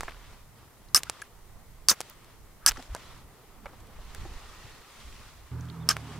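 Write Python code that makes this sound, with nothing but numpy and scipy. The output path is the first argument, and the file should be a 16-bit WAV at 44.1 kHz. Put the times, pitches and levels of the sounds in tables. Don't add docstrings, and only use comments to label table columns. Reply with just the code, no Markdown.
import sys
import numpy as np
from scipy import signal
from scipy.io import wavfile
from scipy.ndimage import uniform_filter1d

SR = 44100
rng = np.random.default_rng(int(sys.argv[2]) if len(sys.argv) > 2 else 0)


def natural_amplitude(level_db):
    exponent = np.asarray(level_db, float) / 20
    return 10 ** exponent


def unload_audio(sound):
    columns = np.transpose(np.atleast_2d(sound))
    steps = np.round(np.clip(columns, -1, 1) * 32767)
    wavfile.write(sys.argv[1], SR, steps.astype(np.int16))


N = 273217
TIME = np.arange(N) / SR


def evened(x):
    return x / np.sqrt(np.mean(x ** 2) + 1e-20)


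def read(points, hz):
    f, value = np.transpose(points)
    return np.interp(np.log(hz + 1), np.log(f + 1), value)


def add(mix, start_s, sound):
    part = mix[:, round(start_s * SR):][:, :sound.shape[1]]
    part += sound[:, :part.shape[1]]


def sides(pan_db):
    return natural_amplitude(np.array([.5, -.5])[:, None] * pan_db)


def resonate(x, hz, width_hz):
    turn = np.exp(2j * np.pi * np.cumsum(hz * np.ones(x.shape[-1])) / SR)
    r = np.exp(-np.pi * width_hz / SR)
    return 2 * (turn * signal.lfilter([1 - r], [1, -r], x / turn)).real


# f/Hz, correlation
LIKENESS = [(60, 0.82), (130, 0.86), (290, 0.59), (640, 0.66), (1410, 0.72), (3100, 0.36), (6820, 0.05),
            (15000, -0.98)]


def noise(shape, patchy_db, flicker_db, likeness=1., tilt_db=None, size=512):
    hop, hz = size // 4, np.fft.rfftfreq(size, 1 / SR)
    frames = N // hop + 5
    a, b, c, d, patches = rng.standard_normal((frames, len(hz), 5)).T
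    patches = evened(uniform_filter1d(uniform_filter1d(patches, size=8, axis=0), size=16, axis=1))
    flicker = evened(uniform_filter1d(rng.standard_normal(frames), size=3))
    same = np.clip(likeness * read(LIKENESS, hz), -1, 1)[:, None]
    left = a + 1j * b
    z = np.array([left, same * left + np.sqrt(1 - same ** 2) * (c + 1j * d)])
    z *= natural_amplitude(read(shape, hz)[:, None] + patchy_db * patches + flicker_db * flicker)
    z /= np.sqrt(np.mean(abs(z) ** 2))
    if tilt_db is not None:
        octaves = np.log2((hz + 100) / 2500)
        z *= natural_amplitude(np.outer(octaves, np.interp(np.arange(frames) * hop / SR, TIME, tilt_db)))
    return signal.istft(z, nperseg=size, noverlap=size - hop)[1][:, :N] / np.sqrt(size / 3)


BLOW_TIMES = [
    .9464,
    1.8853,
    2.6622,
    5.8893,
]
# peak level/dB, left-right/dB, tuning/factor, treble/dB, middle modes/dB
BLOWS = [
    (-0.5, 0, 1.02, 0.5, -7.5),
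    (1.5, 0, 0.978, 0, -0.5),
    (0.5, -0.5, 0.984, 5, -4),
    (-2.5, -0.5, 1.05, -2.5, -7),
]
# level/dB, weak when hit near its node
NODE_DB = [
    0,
    0,
    1,
    -9,
]
# f/Hz, level/dB, t60/s
CLANG = [(1260, -10, 0.010), (1590, -13, 0.012), (2680, -10.5, 0.014), (4940, -4.5, 0.0056),
         (5220, -2, .010), (6003, -2, 0.0073), (7900, -8, 0.0083), (8760, -2.5, 0.006),
         (9950, -3.5, 0.00358), (11650, -12.5, .007), (13300, -13.5, 0.0078)]


def blow(start_s, peak_db, pan_db, tuning, treble_db, middle_db, node_db):
    t = np.arange(1500) / SR
    hz, db, t60_s = np.transpose(CLANG)[..., None]
    hz = hz * tuning * rng.uniform(0.97, 1.02, hz.shape)
    db = db + treble_db * (hz > 7000) + middle_db * (abs(hz - 3500) < 1400)
    db = db + node_db * (abs(hz - 6010) < 300)
    phase = rng.normal(0, 0.77, (2,) + hz.shape) * hz / 9000
    swell = 1 - np.exp(-t * hz / 0.96)
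    ring = (swell * natural_amplitude(db - 60 * t / t60_s) * np.sin(2 * np.pi * hz * t + phase)).sum(1)
    contact = np.zeros(90)
    contact[[0, 9, 37, 62, 85]] = .25, .9, .25, -.25, .12
    clang = signal.fftconvolve(ring, contact[None], axes=1)
    return start_s, natural_amplitude(peak_db - 0.5) * sides(pan_db) * clang / abs(clang.mean(0)).max()


# landing pressure/dB, deepest bite t/s, bite pressure/dB, lift-off/(dB/s), treble/dB
STROKES = [
    (-30, 0.016, -21, 900, 4),
    (-22, .018, -20, 900, -1.5),
    (-27, 0.021, -21.5, 1300, -0.5),
    (-26.5, 0.023, -30.5, 1500, -7),
]
# factor before bite, at bite, lifting; low modes/dB; stone tuning/factor
GRIPS = [
    (1.03, 1.1, 1, -0.5, 1.05),
    (1.03, 1.1, 1.15, 2.5, 0.997),
    (1.06, 1.02, 1.075, 0.5, 1.096),
    (1.02, 0.95, 1.06, 2.5, 1.02),
]
# f/Hz, width/Hz, level/dB
ROD = [(3183, 800, -16.5), (4100, 560, -14.5), (4900, 490, -5.5), (5280, 200, -5), (5900, 250, -6),
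       (6500, 1000, -6.5), (7250, 300, -10.5), (8400, 410, -7), (10700, 1600, -9.5), (12800, 1200, -16)]
# f/Hz, width/Hz, level/dB
STONE = [(253, 290, -26.5), (680, 210, -21), (1200, 250, -11.5), (1605, 250, -10.5), (2200, 1200, -13)]
STROKE_S, REBOUND_DB_PER_S, DIG_DB_PER_S, DUST_DB = .064, 900.5, 651.5, -60
ROUND_S, LIFT_ROUND_S, LIFT_STEEP = .0048, .014, 1.41
THUD_DB, STONE_FULL_DB, STONE_SQUEEZE = 4.5, -24.5, 1.7
DULLING_DB, BLUR = 5.5, .5


def stroke(start_s, row, grip, pan_db):
    landing_db, bite_s, bite_db, lift_db_per_s, treble_db = row
    t = np.arange(0, STROKE_S, 1 / SR)
    knee_s = np.where(t < bite_s, ROUND_S, LIFT_ROUND_S)
    away_s = np.hypot(t - bite_s, knee_s) - knee_s
    dig_db = bite_db - away_s * np.where(t < bite_s, DIG_DB_PER_S, LIFT_STEEP * lift_db_per_s)
    pressure = natural_amplitude(landing_db - REBOUND_DB_PER_S * t) + natural_amplitude(dig_db) + natural_amplitude(DUST_DB - 150 * t)
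    squeeze_db = STONE_SQUEEZE * np.maximum(20 * np.log10(pressure) - STONE_FULL_DB, 0)
    thud_db = THUD_DB - squeeze_db + DULLING_DB * (t / STROKE_S) ** 3
    tuning = np.interp(t, bite_s + np.array([-.009, 0, .012]), grip[:3])
    blur = BLUR * np.clip((t - bite_s) / .015, 0, 1)

    count = len(ROD + STONE)
    skips = natural_amplitude(1.5 * evened(uniform_filter1d(rng.standard_normal(3000), size=80)))
    mode_skips = natural_amplitude(3.0 * evened(uniform_filter1d(rng.standard_normal((count, 1, 3000)), size=180)))
    grit = skips * mode_skips * rng.standard_normal((count, 3, 3000)) * (rng.random(3000) < .3)

    modes = []
    for hz, width_hz, db in ROD:
        mode_db = db - blur * (db + 10.0) + treble_db * (hz > 7000) + grip[3] * (hz < 5000)
        modes.append((hz * tuning, width_hz, mode_db, hz / 9000))
    for hz, width_hz, db in STONE:
        modes.append((hz * grip[4], width_hz, db + thud_db, .1))
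    parts = []
    for g, (hz, width_hz, db, apart) in zip(grit[..., :len(t)], modes):
        ring = resonate(resonate(g[0] + apart * g[1:], hz, width_hz), hz, 4 * width_hz)
        parts.append(natural_amplitude(db) * ring / np.sqrt(width_hz))
    rod_rms = np.sqrt(np.mean(sum(parts[:len(ROD)]) ** 2))
    fade = np.minimum(1, np.minimum(t, STROKE_S - t) / .002)
    return start_s, pressure * fade * sides(pan_db) * sum(parts) / rod_rms


# t/s, length/s, peak level/dB, f/Hz, glide/share of f
SINGS = [(0.949, 0.0075, -17, 5330, -0.0046), (0.956, .016, -15, 5200, 0.065),
         (.972, 0.011, -25, 6260, .02), (.955, .018, -24.5, 8750, -0.043), (.949, .008, -22, 1250, 0),
         (0.953, 0.017, -28.5, 1600, 0.0084), (.9745, .004, -26.5, 10150, 0.0034),
         (1.893, .014, -15, 4856, .15), (1.893, .008, -17, 6000, 0), (1.894, 0.0078, -26.5, 1350, -0.0053),
         (1.909, .004, -25.5, 3800, 0), (1.91, 0.013, -25.5, 6310, 0.048), (1.914, .006, -28, 1100, 0),
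         (2.669, .018, -22, 6050, -.02), (2.683, .007, -15, 4950, .08), (2.683, .007, -17, 7500, 0),
         (2.676, .006, -21, 5400, 0), (2.6622, .004, -15, 8200, -0.0049), (2.668, .016, -24, 1646, 0.047),
         (2.687, 0.011, -31.5, 1665, -0.051), (2.688, 0.0074, -26, 6020, 0.047),
         (5.8904, 0.003, -15, 7900, 0.087), (5.902, 0.011, -25, 5200, -0.062), (5.908, 0.012, -24, 1580, 0),
         (5.899, .018, -27, 1230, 0), (5.919, 0.0051, -33, 6350, 0), (5.897, 0.0044, -28, 8000, 0.016),
         (5.902, .006, -30, 8000, 0), (5.906, .006, -29, 3120, 0), (5.914, .004, -32, 2920, 0)]
# t/s, length/s, peak level/dB, f/Hz, glide/share of
BUMPS = [(2.770, .045, -45, 270, -.15), (2.758, .009, -44, 1150, 0), (2.918, .03, -37, 77, 0),
         (1.066, .025, -49, 1450, .2), (1.219, .008, -35, 1700, -.05), (2.793, .014, -44, 725, 0),
         (2.890, .046, -32.5, 44.6, 0), (2.951, .012, -41, 950, .15), (2.952, .009, -44, 1600, 0),
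         (2.959, .010, -41, 650, 0), (4.250, .020, -41, 338, 0), (4.251, .016, -44, 800, 0),
         (3.656, .018, -42, 560, 0), (4.639, 0.027, -43.5, 111, -.2), (4.447, 0.025, -43.5, 60, 0)]
CHATTER_SHARE, UNEVEN_DB = .035, 3.


def sing(start_s, length_s, peak_db, hz, glide):
    t = np.arange(0, length_s, 1 / SR)
    drift = uniform_filter1d(rng.standard_normal((3, 2500)), size=40) * np.sqrt(40)
    wander, lumps, apart = drift[:, :len(t)]
    pitch_hz = hz * (1 + glide * (t / length_s - .5) + CHATTER_SHARE * wander)
    angle = 2 * np.pi * np.cumsum(pitch_hz) / SR
    ports = np.array([.5, -.5])[:, None] * apart * hz / 12000
    level = natural_amplitude(peak_db + UNEVEN_DB * lumps * min(hz / 2000, 1))
    return start_s, level * np.sin(np.pi * t / length_s) * np.sin(angle + ports)


POP_TIMES = [.0082, .0331, .0571, .0817, .0846, .0874, .9918, 1.0338, 1.0979, 1.9313, 2.0055, 2.0135,
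             2.7116, 2.7183, 2.9493, 2.9644, 4.1487, 5.9673]
# needle level/dB, push level/dB, push f/Hz, scatter level/dB
POPS = [(-15, -21, 1300, -36), (-43, -23.5, 930, -36), (-50, -38, 1300, -53), (-50, -23.5, 1300, -60),
        (-46, -25, 1100, -58), (-55, -42, 1200, -59), (-23, -37, 1200, -43), (-13.5, -35.5, 5500, -26),
        (-8, -21, 1000, -23), (-32, -31, 1700, -44), (-13, -22, 710, -24), (-15.5, -38, 1300, -47),
        (-34, -21, 2700, -38), (-29, -21, 2400, -31), (-17, -23.5, 800, -33), (-29, -32, 1500, -53),
        (-30.5, -28.5, 8100, -45), (-35, -19, 1400, -30.5)]


def pop(start_s, spike_db, swing_db, swing_hz, scatter_db, pan_db):
    lead_s = 30 / SR
    t = np.arange(700) / SR - lead_s
    spike = (1 - 1.3 * (t * 21000) ** 2) * np.exp(-(t * 21000) ** 2)
    u = t * swing_hz + .2
    swing = 1.31 * np.sin(2 * np.pi * u) * np.exp(-((u - .5) / 0.31) ** 2)
    front = natural_amplitude(spike_db) * spike + natural_amplitude(swing_db) * swing
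    echoes = natural_amplitude(-23.5) * np.roll(front, 58) + natural_amplitude(-20.0) * np.roll(front, 104)
    echoes = echoes + natural_amplitude(-23.0) * np.roll(front, 255)
    grit = rng.standard_normal((3, len(t)))
    scatter = resonate(resonate(grit[0] + 0.83 * grit[1:], 8300, 7000), 5900, 9910)
    scatter = scatter * natural_amplitude(scatter_db - 5.0 - 60 * t / 0.011) * (t > 0)
    ground = evened(resonate(resonate(grit[0, ::-1], 1200, 1400), 1200, 1400))
    ground = ground * natural_amplitude(swing_db - 14.0 - 60 * t / 0.022) * (t > 0)
    return start_s - lead_s, sides(pan_db) * (front + echoes + scatter + ground)


# t/s, peak level/dB, f/Hz, left-right/dB
GRAVEL = [(.091, -38, 1200, 4), (.096, -37, 1300, 6), (.108, -37, 1300, -2), (.120, -35, 1260, 6),
          (.145, -44, 1300, 0), (.168, -44, 900, 0), (1.004, -38, 1100, 1), (1.911, -28.5, 291, 1),
          (2.761, -41, 1590, -0.5), (2.771, -31.5, 1150, 2), (2.78, -39.5, 221, 3), (2.794, -35, 885, -1),
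          (2.826, -42, 1300, 0), (2.85, -49, 900, 0), (2.893, -48, 500, 0), (3.681, -42, 800, -0.5),
          (3.69, -45, 1000, 0), (3.645, -46, 600, 0), (3.731, -45, 420, 0.5), (1.199, -42, 1500, 0),
          (3.989, -43, 480, 1.5), (4.252, -38, 500, 0), (5.126, -38.5, 2200, 0), (5.516, -40, 903, 4)]
# t/s, peak level/dB, f/Hz, left-right/dB
FIBRE = [(1.025, -57, 7000, 0), (1.218, -27, 5100, 4), (2.098, -37.5, 5460, -.5), (2.245, -44.5, 3960, 0),
         (2.825, -37.5, 3510, 7), (3.657, -45, 4520, -2), (3.804, -47, 5500, 4), (3.871, -48, 6000, -3.5),
         (4.255, -48, 3500, 4), (5.654, -46, 6500, 4)]
# t/s, peak level/dB, f/Hz, left-right/dB, width/share of f
PEBBLES = [(.133, -52, 4800, -2, .1), (.886, -48.5, 4500, 6, .45), (1.068, -42, 1450, 3, .35),
           (1.2188, -32, 1620, 1, 0.23), (1.22, -44, 10380, -2, 0.029), (2.098, -38, 14000, -6, .18),
           (2.774, -40, 5500, 0, 0.14), (2.8, -45, 5500, 2, .11), (3.657, -30.5, 980, -.4, 0.62),
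           (3.658, -39, 2050, 2.5, 0.48), (3.664, -34.5, 830, -1.1, 0.83), (3.665, -41, 2090, -2, 0.17),
           (5.609, -39.5, 6350, 3.5, 0.4), (5.687, -44.5, 3320, 2, .21), (5.699, -42, 3800, -14, 0.27),
           (5.761, -45.5, 1200, -3, 0.13)]


def tick(start_s, peak_db, hz, pan_db, width_share, crunch_s, cycles):
    t = np.arange(3000) / SR
    decay_s, width_hz = crunch_s + cycles / hz, width_share * hz
    grains = rng.standard_normal((3, len(t))) * np.exp(-t / decay_s) * (t < 2.5 * decay_s)
    ring = resonate(resonate(grains[0] + hz / 15000 * grains[1:], hz, width_hz), hz, 1.14 * width_hz)
    return start_s, natural_amplitude(peak_db) * sides(pan_db) * ring / abs(ring).max()


# t/s, length/s, level/dB, f/Hz, width/Hz
RUBS = [
    (2.6, 0.13, -52, 1300, 810),
    (2.755, 0.045, -52.5, 1240, 620),
    (3.45, 0.33, -65, 217, 120),
    (4.35, 0.55, -65, 1870, 140),
    (4.85, 0.59, -67, 220, 30),
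    (5.92, .035, -50, 5000, 3000),
    (4.3, .35, -62, 1180, 200),
]


def rub(start_s, length_s, db, hz, width_hz):
    t = np.arange(0, length_s, 1 / SR)
    a, b, lumps = rng.standard_normal((3, SR))
    lumps = natural_amplitude(3.3 * evened(uniform_filter1d(lumps, size=500)))
    ports = np.array([a + 0.24 * b, a - 0.24 * b])[:, :len(t)]
    ring = resonate(resonate(ports, hz, width_hz), hz, width_hz)
    return start_s, natural_amplitude(db) * np.sin(np.pi * t / length_s) * lumps[:len(t)] * evened(ring)


# t/s, length/s, level/dB, brightness/(dB/octave)
RUSTLES = [(-.1, 0.22, -54.5, 1.3), (0.034, 0.42, -61.5, 1.5), (0.553, 0.14, -69.5, 0.5),
           (0.977, 0.32, -58.5, 1.8), (1.903, 0.29, -59.5, 2.5), (2.154, 0.23, -68, 1),
           (2.675, 0.22, -57, 3.5), (2.846, 0.41, -56.5, 1.3), (3.196, 0.59, -75, -2.5),
           (3.626, 0.46, -68.5, -2), (3.896, 1.14, -56, 1.46), (4.838, 0.59, -57.5, 3),
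           (5.294, 0.63, -67.5, 3.5), (5.852, 0.23, -57, 2.5), (6.028, 0.2, -54.5, 1)]
# f/Hz, density/dB
RUSTLE = [(88, -32.5), (150, -1), (219, -2.5), (265, -10.5), (314, -16.5), (352, -1.5), (647, -6.5),
          (1160, -1.5), (1640, -8), (1910, -5.5), (2100, -8), (3310, -9), (10900, -20.5), (14000, -28.5)]
CALM_DB, CALM_TILT_DB, RISE_SHARE, FALL_SHARE = -68, -3, 0.25, 0.3


def rustle():
    t = TIME[::64]
    level = natural_amplitude(CALM_DB)
    tilted = natural_amplitude(CALM_DB) * CALM_TILT_DB
    for start_s, length_s, db, bright_db in RUSTLES:
        ramps = np.minimum((t - start_s) / RISE_SHARE, (start_s + length_s - t) / FALL_SHARE)
        move = natural_amplitude(db) * np.clip(ramps / length_s, 0, 1)
        level = level + move
        tilted = tilted + move * bright_db
    tilt_db = np.interp(TIME, t, tilted / level)
    return np.interp(TIME, t, level) * natural_amplitude(6.0) * noise(RUSTLE, 1.0, 0.79, 1.38, tilt_db)


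# t/s, level/dB, half width/s
GUSTS = [(.22, -52, 0.19), (.45, -57, .07), (.85, -62, 0.039), (1.28, -70, 0.079), (1.52, -57, 0.21),
         (1.76, -56, 0.084), (2.13, -63, 0.073), (2.45, -54, 0.094), (2.721, -49, 0.045),
         (2.917, -48, 0.054), (3.085, -46, 0.046), (3.22, -41.5, 0.1), (3.62, -48, 0.064),
         (3.789, -46.5, 0.077), (4.0, -50.5, 0.084), (4.25, -40, 0.16), (4.7, -54, 0.19),
         (5.099, -43.5, 0.097), (5.34, -42.5, 0.11), (2.57, -51, 0.071), (3.5, -55, .05), (.33, -46, 0.042),
         (5.94, -50, 0.026)]
# f/Hz, density/dB
WIND = [(8.8, -27), (15, 2), (28, 2), (71, -5.5), (155, -22), (183, -25.5), (219, -24), (400, -32),
        (520, -36.5), (880, -120)]
LULL_DB, GUST_PAN_DB, LEE_SHARE = -62.5, -3, 0.16


def wind():
    t = TIME[::64]
    gust = natural_amplitude(LULL_DB) + sum(natural_amplitude(db) * np.exp(-((t - s) / half_s) ** 2) for s, db, half_s in GUSTS)
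    pan_db = GUST_PAN_DB + LEE_SHARE * np.minimum(20 * np.log10(gust) + 44, 0)
    gust, pan_db = np.interp(TIME, t, gust), np.interp(TIME, t, pan_db)
    return gust * natural_amplitude(3.0) * sides(pan_db) * noise(WIND, 3.05, 2.1, 1.05, size=2048)


# t/s, firing f/Hz, load level/dB, shift from low orders to fourth/dB
ENGINE = [
    (5.51, 40.87, -47, -7.5),
    (5.55, 41, -43, -3.5),
    (5.7, 41.48, -46, -0.5),
    (5.755, 41.57, -50.5, 6.5),
    (5.8, 40.53, -42, 3),
    (5.88, 40.7, -45, 2),
    (5.99, 37.2, -47, -1),
    (6.125, 37.8, -51, 1.5),
    (6.195, 37.4, -45, 2),
]
ORDERS_DB = [-1.5, 2, -0.5]
# order, level re OVERTONES_DB/dB
OVERTONES = [(1, -27), (5, -11.5), (6, -14), (7, -15.5), (8, -26), (9, -17.5), (10, -19), (11, -15.5)]
# f/Hz, density/dB
ROAR = [(140, -25), (230, -1), (279, 1.5), (317, -16), (458, -15), (674, -13), (1190, -11.5), (3000, -33),
        (3900, -62), (6600, -120)]
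ROAR_DB, OVERTONES_DB = -48.5, -47.0


def waver():
    return evened(uniform_filter1d(uniform_filter1d(rng.standard_normal(N), size=1300), size=1300))


def engine():
    s, *columns = np.transpose(ENGINE)
    hz, load_db, shift_db = (np.interp(TIME, s, c) for c in columns)
    levels_db = load_db + np.array(ORDERS_DB)[:, None] + np.outer([-1, -1, 1], shift_db)
    wobble = 0.0048 * evened(uniform_filter1d(rng.standard_normal(N), size=2500))
    turns = np.cumsum(hz * (1 + wobble)) / SR

    def order(k):
        return np.cos(2 * np.pi * (k * turns + rng.random()))

    low = sum(natural_amplitude(db) * order(k) for k, db in zip((2, 3, 4), levels_db))
    high = natural_amplitude(OVERTONES_DB) * sum(natural_amplitude(db) * waver() * order(k) for k, db in OVERTONES)
    throb = 1 + 0.078 * np.cos(2 * np.pi * turns)
    roar = natural_amplitude(ROAR_DB) * noise(ROAR, 1.2, 0.74, 1.37, size=1024) * throb
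    onset = np.clip((TIME - s[0]) / 0.011, 0, 1)
    return onset * sides(-3.0) * (np.sqrt(2) * (low + high) + roar)


# t/s, level/dB, f/Hz
CHIRP = [
    (5.8, -68, 3440),
    (5.81, -63, 3660),
    (5.825, -64.5, 3650),
    (5.836, -59, 3400),
    (5.841, -68, 3110),
]


def bird():
    s, db, hz = np.transpose(CHIRP)
    t = np.arange(s[0], s[-1], 1 / SR)
    whistle = natural_amplitude(np.interp(t, s, db)) * np.sin(2 * np.pi * np.cumsum(np.interp(t, s, hz)) / SR)
    return s[0], np.sqrt(2) * sides(-1.8) * whistle


# f/Hz, density/dB
WASH = [(35, -35), (60, -6.5), (128, -7.5), (151, -29.5), (227, -18), (335, -22.5), (396, -18),
        (513, -27.5), (653, -21), (911, -24.5), (1980, -32.5), (2430, -37), (5000, -41), (6500, -67),
        (11000, -120)]
WASH_DB = -55.5


def wash():
    return natural_amplitude(WASH_DB) * noise(WASH, 2.0, 0.61, 0.73, size=1024)


# f/Hz, density/dB
HISS = [(1180, -26), (2000, -4), (2430, -15.5), (3480, -11), (5550, -9.5), (15100, -9), (16400, -20.5)]
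HISS_DB = -59.5


def hiss():
    return natural_amplitude(HISS_DB) * noise(HISS, .5, .3, 0.12)


def scene():
    mix = rustle() + wind() + engine() + wash() + hiss()
    for s, hit, node_db, row, grip in zip(BLOW_TIMES, BLOWS, NODE_DB, STROKES, GRIPS):
        add(mix, *blow(s, *hit, node_db))
        add(mix, *stroke(s, row, grip, pan_db=hit[1]))
    for row in SINGS + BUMPS:
        add(mix, *sing(*row))
    for s, row in zip(POP_TIMES, POPS):
        add(mix, *pop(s, *row, pan_db=-0.4))
    for row in GRAVEL:
        add(mix, *tick(*row, width_share=1.7, crunch_s=0.00022, cycles=3.63))
    for row in FIBRE:
        add(mix, *tick(*row, width_share=1.25, crunch_s=0.0017, cycles=2.5))
    for row in PEBBLES:
        add(mix, *tick(*row, crunch_s=0.0018, cycles=1.8))
    for row in RUBS:
        add(mix, *rub(*row))
    add(mix, *bird())
    return mix


def top_cut(x):
    return signal.sosfilt(signal.butter(12, 15950, fs=SR, output="sos"), x)


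def record(dry):
    lowpass = signal.firwin(255, 16300, window=("kaiser", 8), fs=SR)
    limited = signal.oaconvolve(dry, lowpass[None], "same")
    return top_cut(np.clip(limited, -.9, .9))


dry = scene()
out = record(dry)
unload_audio(out)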